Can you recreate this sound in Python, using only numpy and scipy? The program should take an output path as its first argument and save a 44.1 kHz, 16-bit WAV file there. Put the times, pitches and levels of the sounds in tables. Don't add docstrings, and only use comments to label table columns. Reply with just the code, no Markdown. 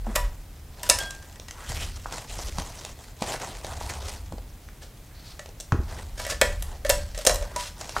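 import sys
import numpy as np
from scipy import signal
from scipy.io import wavfile

SR = 44100
rng = np.random.default_rng(int(sys.argv[2]) if len(sys.argv) > 2 else 0)


def bounce(signal):
    frames = np.transpose(np.atleast_2d(signal))
    limited = np.clip(frames, -1, 1)
    pcm = np.round(limited * 32767).astype(np.int16)
    wavfile.write(sys.argv[1], SR, pcm)


def rack_gain(trim_db):
    fader = np.asarray(trim_db, float)
    return 10 ** (fader / 20)


N = 352800

# [f/Hz, level/dB, time to fall 60 dB/s]
PLATE_MODES = [(489, -11, .05), (525, -4, .07), (572, -4, .1), (590, -1, .12), (628, -5, .08),
               (710, -7, .09), (1090, -10, .03)]
# [f/Hz, level/dB, time to fall 60 dB/s]
ARM_MODES = [(1600, -8, .06), (1760, -1, .11), (1915, -3, .1), (2260, -6, .05)]


def rms_one(x):
    return x / np.sqrt(np.mean(x ** 2) + 1e-20)


def band(x, low_hz, high_hz):
    limits = [low_hz, min(high_hz, .45 * SR)]
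    return signal.sosfilt(signal.butter(2, limits, "band", fs=SR, output="sos"), x)


def drift(rate_hz):
    r = np.exp(-2 * np.pi * rate_hz * 40 / SR)
    white = rng.standard_normal(N // 40 + 2002)
    slow = signal.lfilter([1], [1, -2 * r, r * r], white)[2000:]
    return np.interp(np.arange(N) / 40, np.arange(len(slow)), rms_one(slow))


def ring(x, hz, t60):
    r = rack_gain(-60 / (t60 * SR))
    w = 2 * np.pi * hz / SR
    return signal.lfilter([0, np.sin(w)], [1, -2 * r * np.cos(w), r * r], x + 1e-18)


def bursts(times, db, ms):
    r = np.exp(-1000 / (ms * SR))
    clicks = np.zeros(N)
    np.add.at(clicks, np.round(np.asarray(times) * SR).astype(int), rack_gain(db))
    swell = signal.lfilter([1], [1, -2 * r, r * r], clicks + 1e-18)
    return 2 * (1 - r) ** 1.5 * swell * rng.standard_normal(N)


def coloured(white, spectrum, patchy_db):
    hz, db = np.transpose(spectrum)
    edges = 100 * 2 ** np.arange(0, 7.5, 1 / 3)
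    out = 0
    for k, (low, high) in enumerate(zip(edges, edges[1:])):
        if high > hz[0] and low < hz[-1]:
            level_db = np.interp(np.log(low * high) / 2, np.log(hz), db)
            flicker_db = patchy_db * drift(20.6)
            out = out + rack_gain(level_db + flicker_db) * band(white[k % 2], low, high)
    return rms_one(out)


def strokes(rows, rise_db_per_s, fall_db_per_s, rest_db):
    start, hold, *columns = np.array(rows).T[:, :, None]
    t = np.arange(0, N + 32, 32) / SR
    before, after = np.maximum(start - t, 0), np.maximum(t - start - hold, 0)
    shape_db = -rise_db_per_s * before - fall_db_per_s * after
    gains = []
    for db, rest in zip(columns, rest_db):
        together = np.sqrt(np.sum(rack_gain(db + shape_db) ** 2, axis=0))
        gains.append(np.interp(np.arange(N) / SR, t, rack_gain(rest) + together))
    return gains


def stapler():
    # [t/s, plate drum level/dB, arm ring level/dB, jaw ring level/dB, top sizzle level/dB]
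    contacts = [(0.152, -48, -33, -31, -29), (0.156, -42, -30, -19.5, -17), (0.16, -32, -25.5, -22, -22.5),
                (0.831, -51, -41, -23.5, -27), (0.891, -32.5, -37, -19, -15),
                (0.898, -27.5, -32, -0.5, -27), (0.907, -28.5, -32, -42, -31),
                (0.914, -54, -22, -35.5, -35), (0.986, -46, -39.5, -19, -25), (1.106, -66, -49, -28.5, -43),
                (1.148, -72, -51, -40, -54), (1.225, -58, -52, -43.5, -55), (1.258, -65, -67, -54, -57),
                (1.325, -66, -67, -46, -55), (1.357, -62, -46, -46, -55), (1.483, -62, -41, -36.5, -52),
                (5.392, -42.5, -39, -34, -50), (5.6, -50.5, -64, -30.5, -44), (5.606, -47, -63, -29.5, -42),
                (6.197, -34, -32, -41, -34), (6.249, -44, -32, -29, -48), (6.265, -38.5, -35, -30, -29),
                (6.321, -30, -33, -51, -35), (6.413, -22.5, -15, -10, -16), (6.418, -19.5, -20, -32, -30),
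                (6.623, -49, -46.5, -26.5, -25.5), (6.848, -29.5, -29.5, -32, -36),
                (6.893, -26.5, -23, -28, -10.5), (6.898, -16.5, -22, -11.5, -34),
                (6.907, -33, -56, -17, -38), (7.146, -46, -38, -36.5, -49), (7.176, -40, -51.5, -28.5, -43),
                (7.187, -37.5, -44, -34, -32), (7.25, -36, -37, -19.5, -27), (7.265, -30, -29, -9.5, -19),
                (7.27, -19.5, -35, -4.5, -26), (7.294, -23, -26, -17, -38), (7.309, -25, -36, -30, -42),
                (7.344, -34, -51, -27, -44), (7.357, -41, -49, -24.5, -28), (7.41, -41, -54, -37, -50),
                (7.424, -38.5, -45.5, -34, -49), (7.561, -35, -34, -22, -33)]
    # [f/Hz, level/dB, time to fall 60 dB/s]
    jaw_modes = [(2870, -10, .012), (3450, -9, .012), (3990, -9, .02), (4460, -9, .01), (5350, -1, .008),
                 (6200, -5, .012), (7400, -1, .009), (8300, 0, .007), (9200, -6, .005)]
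    sizzle_modes = [(10200, -2, .004), (11550, -3, .008), (12800, -2, .004), (14200, -3, .004)]
    handle_modes = [(980, 0, .15), (1200, -6, .05)]
    # [t/s, level/dB]
    jolts = [(0.157, -17.5), (0.164, -18), (0.176, -20), (0.833, -31), (0.9, -18.5), (6.197, -30),
             (6.415, -17), (6.899, -24), (7.271, -24), (7.294, -23), (7.56, -17.5)]

    s, *levels = np.transpose(contacts)
    plate_db, arm_db, jaw_db, top_db = levels
    out = rack_gain(28.0) * band(bursts(s, (arm_db + jaw_db) / 2, 2.05), 710, 4140)
    out += rack_gain(27.5) * band(bursts(s, plate_db - 4, 5.8), 400, 1720)
    out += rack_gain(21.0) * band(bursts(s, jaw_db, 1.96), 4960, 9120)
    out += rack_gain(19.5) * band(bursts(s, top_db, 1.55), 9980, 13700)

    # (modes, contact ms, coupling dB)
    parts = [(PLATE_MODES, .8, 2.5), (ARM_MODES, .8, -3), (jaw_modes, .9, -4), (sizzle_modes, .8, -9)]
    for (modes, ms, coupling_db), db in zip(parts, levels):
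        for hz, mode_db, t60 in modes:
            strength_db = rng.normal(0, 2.5, len(s))
            out += ring(bursts(s, db + coupling_db + mode_db + strength_db, ms), hz, t60)

    jolt_s, jolt_db = np.transpose(jolts)
    for hz, mode_db, t60 in handle_modes:
        out += ring(bursts(jolt_s, jolt_db - 8.5 + mode_db, 1.0), hz, t60)
    return out


def scrapes():
    # [start t/s, hold/s, scrape level/dB, plate drum level/dB]
    drags = [(0.145, 0.0098, -43, -52), (0.837, 0.042, -35.5, -41), (4.824, 0.0062, -35.5, -39),
             (6.179, 0.055, -33, -37.5), (6.245, 0.059, -36.5, -50), (6.296, 0.0035, -24, -34),
             (6.305, 0.028, -35, -43), (6.855, 0.076, -35.5, -42), (7.15, 0.017, -38.5, -57),
             (7.176, 0.047, -36.5, -65), (7.566, 0.11, -33, -49)]
    bright, drum = strokes(drags, rise_db_per_s=2496, fall_db_per_s=502, rest_db=(-150, -150))
    stutter = rack_gain(3.5 * drift(70)) * rng.standard_normal(N)
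    body = 0
    for hz, db, t60 in PLATE_MODES + ARM_MODES:
        body = body + rack_gain(db) * ring(stutter, hz, t60 * .35)
    return rack_gain(-6.0) * (bright * rms_one(band(stutter, 910, 7600)) + drum * rms_one(body))


def twangs():
    # [t/s, then level/dB for each spring tone]
    blows = [(0.906, -40, -52, -56, -51), (0.989, -33, -44, -56, -56), (1.003, -37, -30, -56, -61),
             (1.107, -54, -53, -65, -62), (6.416, -56, -56, -52, -50), (6.906, -38, -56, -43, -32),
             (7.3, -43, -50, -54, -36), (7.429, -50, -60, -62, -57)]
    # [f/Hz, time to fall 60 dB/s]
    spring_modes = [(1597, .5), (3311, .2), (4463, .5), (7935, .42)]
    s, *levels = np.transpose(blows)
    return sum(ring(bursts(s, db, 0.65), hz, t60) for (hz, t60), db in zip(spring_modes, levels))


def rubs():
    # [start t/s, length/s, from f/Hz, to f/Hz, width/Hz, level/dB]
    glides = [(1.543, 0.14, 858, 1702, 400, -46.5), (1.666, 0.042, 3100, 3190, 200, -48),
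              (1.699, .03, 1876, 1770, 300, -44), (1.75, .045, 2500, 2350, 250, -46),
              (1.755, 0.035, 3150, 3020, 250, -45), (1.791, 0.056, 2750, 3135, 700, -40.5),
              (3.276, 0.043, 7420, 7230, 1200, -40), (3.28, 0.029, 3200, 3080, 400, -42),
              (3.332, .04, 1920, 1490, 500, -37), (5.07, 0.17, 1740, 1775, 300, -62),
              (5.131, 0.11, 4350, 4350, 700, -57.5), (5.233, 0.11, 4400, 4700, 1100, -50.5),
              (7.331, .022, 12000, 12100, 220, -39)]
    out = np.zeros(N)
    stutter = rack_gain(3.0 * drift(50))
    for start, length, from_hz, to_hz, width_hz, db in glides:
        part = np.linspace(0, 1, round(length * SR))
        r = np.exp(-np.pi * width_hz / SR)
        slow = rms_one(signal.lfilter([1], [1, -r], rng.standard_normal((2, 9000))))
        a, b = slow[:, 1000:1000 + len(part)]
        phase = 2 * np.pi * np.cumsum(from_hz + (to_hz - from_hz) * part) / SR
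        swell = np.sqrt(np.sin(np.pi * part) + 1e-9)
        at = round(start * SR)
        out[at:at + len(part)] += rack_gain(db) * swell * (a * np.cos(phase) + b * np.sin(phase))
    return stutter * band(out, 700, 15100)


def pops():
    # [t/s, level/dB, f/Hz, bright snap level/dB]
    folds = [(0.067, -27.5, 730, -60), (1.397, -41.5, 494, -36), (1.508, -38, 1510, -31),
             (1.718, -31.5, 720, -34.5), (1.83, -40, 796, -33.5), (2.057, -22.5, 1070, -60),
             (2.123, -28.5, 820, -29), (2.181, -42, 1100, -33), (2.389, -29.5, 820, -41),
             (2.583, -23, 880, -26.5), (2.619, -35, 804, -34), (2.848, -36, 710, -26.5),
             (3.221, -19.5, 750, -26), (3.208, -46, 900, -39), (3.238, -29, 800, -36),
             (3.32, -30, 714, -26.5), (3.568, -46, 800, -38), (3.433, -30.5, 840, -45),
             (3.645, -28.5, 550, -30), (3.811, -27, 840, -48), (4.082, -41, 619, -33),
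             (4.322, -31, 720, -41.5), (4.381, -35.5, 580, -45), (4.686, -38.5, 1590, -49),
             (5.458, -38, 600, -38), (5.489, -41, 620, -45), (5.72, -14.5, 1210, -33),
             (7.81, -33, 760, -33.5), (7.892, -34, 794, -30.5), (7.964, -13.5, 1130, -51)]
    out = np.zeros(N + 400)
    t = np.arange(400) / SR - .002
    for s, db, hz, snap_db in folds:
        at = round(s * SR)
        out[at:at + 400] -= rack_gain(db + 5) * np.sin(2 * np.pi * hz * t) * np.exp(-(t * hz / .6) ** 2)
    s, db, hz, snap_db = np.transpose(folds)
    knock = rack_gain(17) * band(bursts(s + .002, db, 2.5), 250, 1800)
    snap = rack_gain(24.5) * band(bursts(s + 0.00094, snap_db, 1.0), 1800, 7260)
    return out[:N] + knock + snap


def rustle():
    # [start t/s, hold/s, hiss level/dB, hollow body level/dB]
    slides = [(0.07, 0.035, -50, -42), (0.17, 0.041, -51, -42.5), (0.78, 0.1, -54, -51),
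              (0.96, 0.063, -40, -39.5), (1.15, 0.5, -67, -61), (1.6, 0.071, -49.5, -50),
              (1.69, 0.15, -38.5, -43.5), (1.97, 0.15, -52, -57.5), (2.13, 0.063, -44, -42),
              (2.3, 0.033, -40, -45), (2.4, 0.091, -40.5, -45), (2.585, 0.022, -37, -38.5),
              (2.65, 0.24, -47.5, -48.5), (3.015, 0.013, -52.5, -53), (3.23, 0.013, -42, -44),
              (3.283, 0.059, -38.5, -36), (3.41, 0.05, -39, -38), (3.49, 0.0097, -48, -43),
              (3.56, 0.019, -49, -49), (3.65, 0.054, -43, -39), (3.81, 0.16, -42, -41),
              (4.055, 0.041, -40.5, -40), (5.25, 0.064, -56.5, -64), (5.89, 0.1, -48.5, -44.5),
              (6.46, 0.095, -48, -49), (6.63, 0.13, -56, -50.5), (6.95, 0.048, -45, -49),
              (7.3, 0.31, -53, -47), (7.81, 0.091, -42.5, -43.5), (7.97, .05, -36.5, -39)]
    # [f/Hz, level per Hz/dB]
    hiss_colour = [(710, 11.5), (1200, 9.5), (1900, -6.5), (3250, -4), (5500, -2.5), (8500, -3),
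                   (11000, -5.5), (13500, -29), (16000, -13)]
    hollow_colour = [(76, 14), (130, -2), (183, -7.5), (595, -2), (660, 0), (810, 2.5), (1250, -5),
                     (2000, -10), (2600, -44), (4400, -120)]
    slide, bowl = strokes(slides, rise_db_per_s=402, fall_db_per_s=145, rest_db=(-60, -64))

    clumps = rack_gain(.8 * drift(12) + 1.5 * drift(60))
    sizes = rack_gain(3.9 * np.minimum(rng.exponential(1, (2, N)), 4))
    happens = rng.random((2, N)) < 500 * clumps / SR
    grains = rms_one(sizes * happens * rng.choice([-1, 1], (2, N)))
    friction = clumps * (rng.standard_normal((2, N)) + grains)

    hiss = coloured(friction, hiss_colour, 2.4)
    hollow = coloured(friction, hollow_colour, 2.0)
    crisp = rack_gain(-4.5) * rms_one(band(hiss, 6300, 19845))
    return slide * (rms_one(band(hiss, 2000, 9200)) + crisp) + bowl * hollow


def bumps():
    # [t/s, level/dB, f/Hz, thud level/dB]
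    swings = [(0.071, -20, 220, -46), (0.08, -18, 229, -44), (0.089, -19, 223, -44), (0.098, -20, 220, -50),
              (1.699, -20, 114, -49), (2.584, -18.5, 157, -31), (3.219, -12.5, 218, -28.5),
              (4.317, -25, 92, -32), (5.7238, -4.5, 112, -20.5), (5.745, -11, 95, -42),
              (5.773, -24, 150, -34), (5.79, -10.5, 68, -30.5)]
    out = np.zeros(N + 8000)
    t = np.arange(8000) / SR
    soft_start = 1 - np.exp(-t / .0015)
    for s, db, hz, thud_db in swings:
        at = round(s * SR)
        swing = np.sin(2 * np.pi * hz * t) * np.exp(-t * hz / .85)
        out[at:at + 8000] += rack_gain(db - 1.5) * swing * soft_start
    s, db, hz, thud_db = np.transpose(swings)
    return out[:N] + rack_gain(40.5) * band(bursts(s, thud_db, 12.0), 135, 380)


def rumble():
    # [start t/s, hold/s, slow sway level/dB, table hum level/dB]
    leans = [(0.0, 0.0099, -36, -69), (0.176, 0.055, -29, -43.5), (0.575, 0.038, -56, -53),
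             (0.904, 0.025, -41, -41), (1.751, 0.11, -37, -33.5), (2.376, 0.22, -41, -40.5),
             (3.695, 0.34, -47.5, -41.5), (4.24, 0.075, -43, -42), (5.823, 0.031, -41, -33.5),
             (6.08, 0.24, -44, -43), (6.448, 0.074, -28.5, -32), (6.625, 0.092, -39, -52),
             (6.928, 0.048, -28, -33.5), (7.34, 0.08, -33, -36.5), (7.982, .05, -47, -38)]
    # [f/Hz, width/Hz, level/dB]
    sway_modes = [(41.4, 9.8, -3)]
    hum_modes = [(73.6, 17, 6), (103, 16, -9.5), (160, 17, -16)]
    gains = strokes(leans, rise_db_per_s=221, fall_db_per_s=90, rest_db=(-47, -50))
    out = 0
    for resonances, gain in zip((sway_modes, hum_modes), gains):
        push = rng.standard_normal(N + SR)
        swing = 0
        for k, (hz, width_hz, db) in enumerate(resonances):
            t60 = np.log(1000) / (np.pi * width_hz)
            swing = swing + (-1) ** k * rack_gain(db) * rms_one(ring(push, hz, t60))
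        out = out + gain * rms_one(band(swing, 17.0, 360)[SR:])
    return out


def room(x):
    # [f/Hz, time to fall 60 dB/s]
    decay_times = [(300, 0.29), (1000, 0.33), (3000, 0.32), (8000, 0.27), (14000, 0.25)]
    hz, t60 = np.transpose(decay_times)
    t = np.arange(SR // 2) / SR
    tail = 0
    for low in 100 * 2. ** np.arange(8):
        octave_t60 = np.interp(np.log(low * np.sqrt(2)), np.log(hz), t60)
        tail = tail + rack_gain(-60 * t / octave_t60) * band(rng.standard_normal(len(t)), low, 2 * low)
    tail = tail * (t > 0.00538)
    return signal.fftconvolve(x, tail / np.sqrt(np.sum(tail ** 2)))[:N]


def air():
    # [f/Hz, level per Hz/dB]
    air_colour = [(59, -29), (100, 5.5), (189, -6.5), (244, -6.5), (373, -12), (634, -13.5), (1030, -18.5),
                  (3470, -24.5), (5530, -27), (14700, -26.5), (16000, -35)]
    return rack_gain(-51) * coloured(rng.standard_normal((2, N)), air_colour, 0.19)


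def microphone_hiss():
    # [f/Hz, level per Hz/dB]
    self_colour = [(59, -31), (100, 0), (970, -7), (2000, -9), (15000, -12), (16000, -15)]
    return rack_gain(-64) * coloured(rng.standard_normal((2, N)), self_colour, 0.33)


def scene():
    hits = stapler() + pops() + scrapes() + twangs() + rubs()
    mid = hits + rack_gain(-7.5) * room(hits) + bumps() + rustle() + rumble() + air()
    side = rack_gain(-38.5) * rumble() + rack_gain(-56) * room(hits)
    return np.array([mid + side, mid - side])


def top_cut(x):
    return signal.sosfilt(signal.butter(12, 16000, fs=SR, output="sos"), x)


def record(dry):
    hissing = dry + microphone_hiss() * np.array([[1], [-1]])
    clipped = np.clip(hissing, -1, 1)
    low_pass = signal.cheby2(12, 41, 16400, fs=SR, output="sos")
    finished = signal.sosfilt(low_pass, clipped)
    return top_cut(finished)


dry = scene()
out = record(dry)
bounce(out)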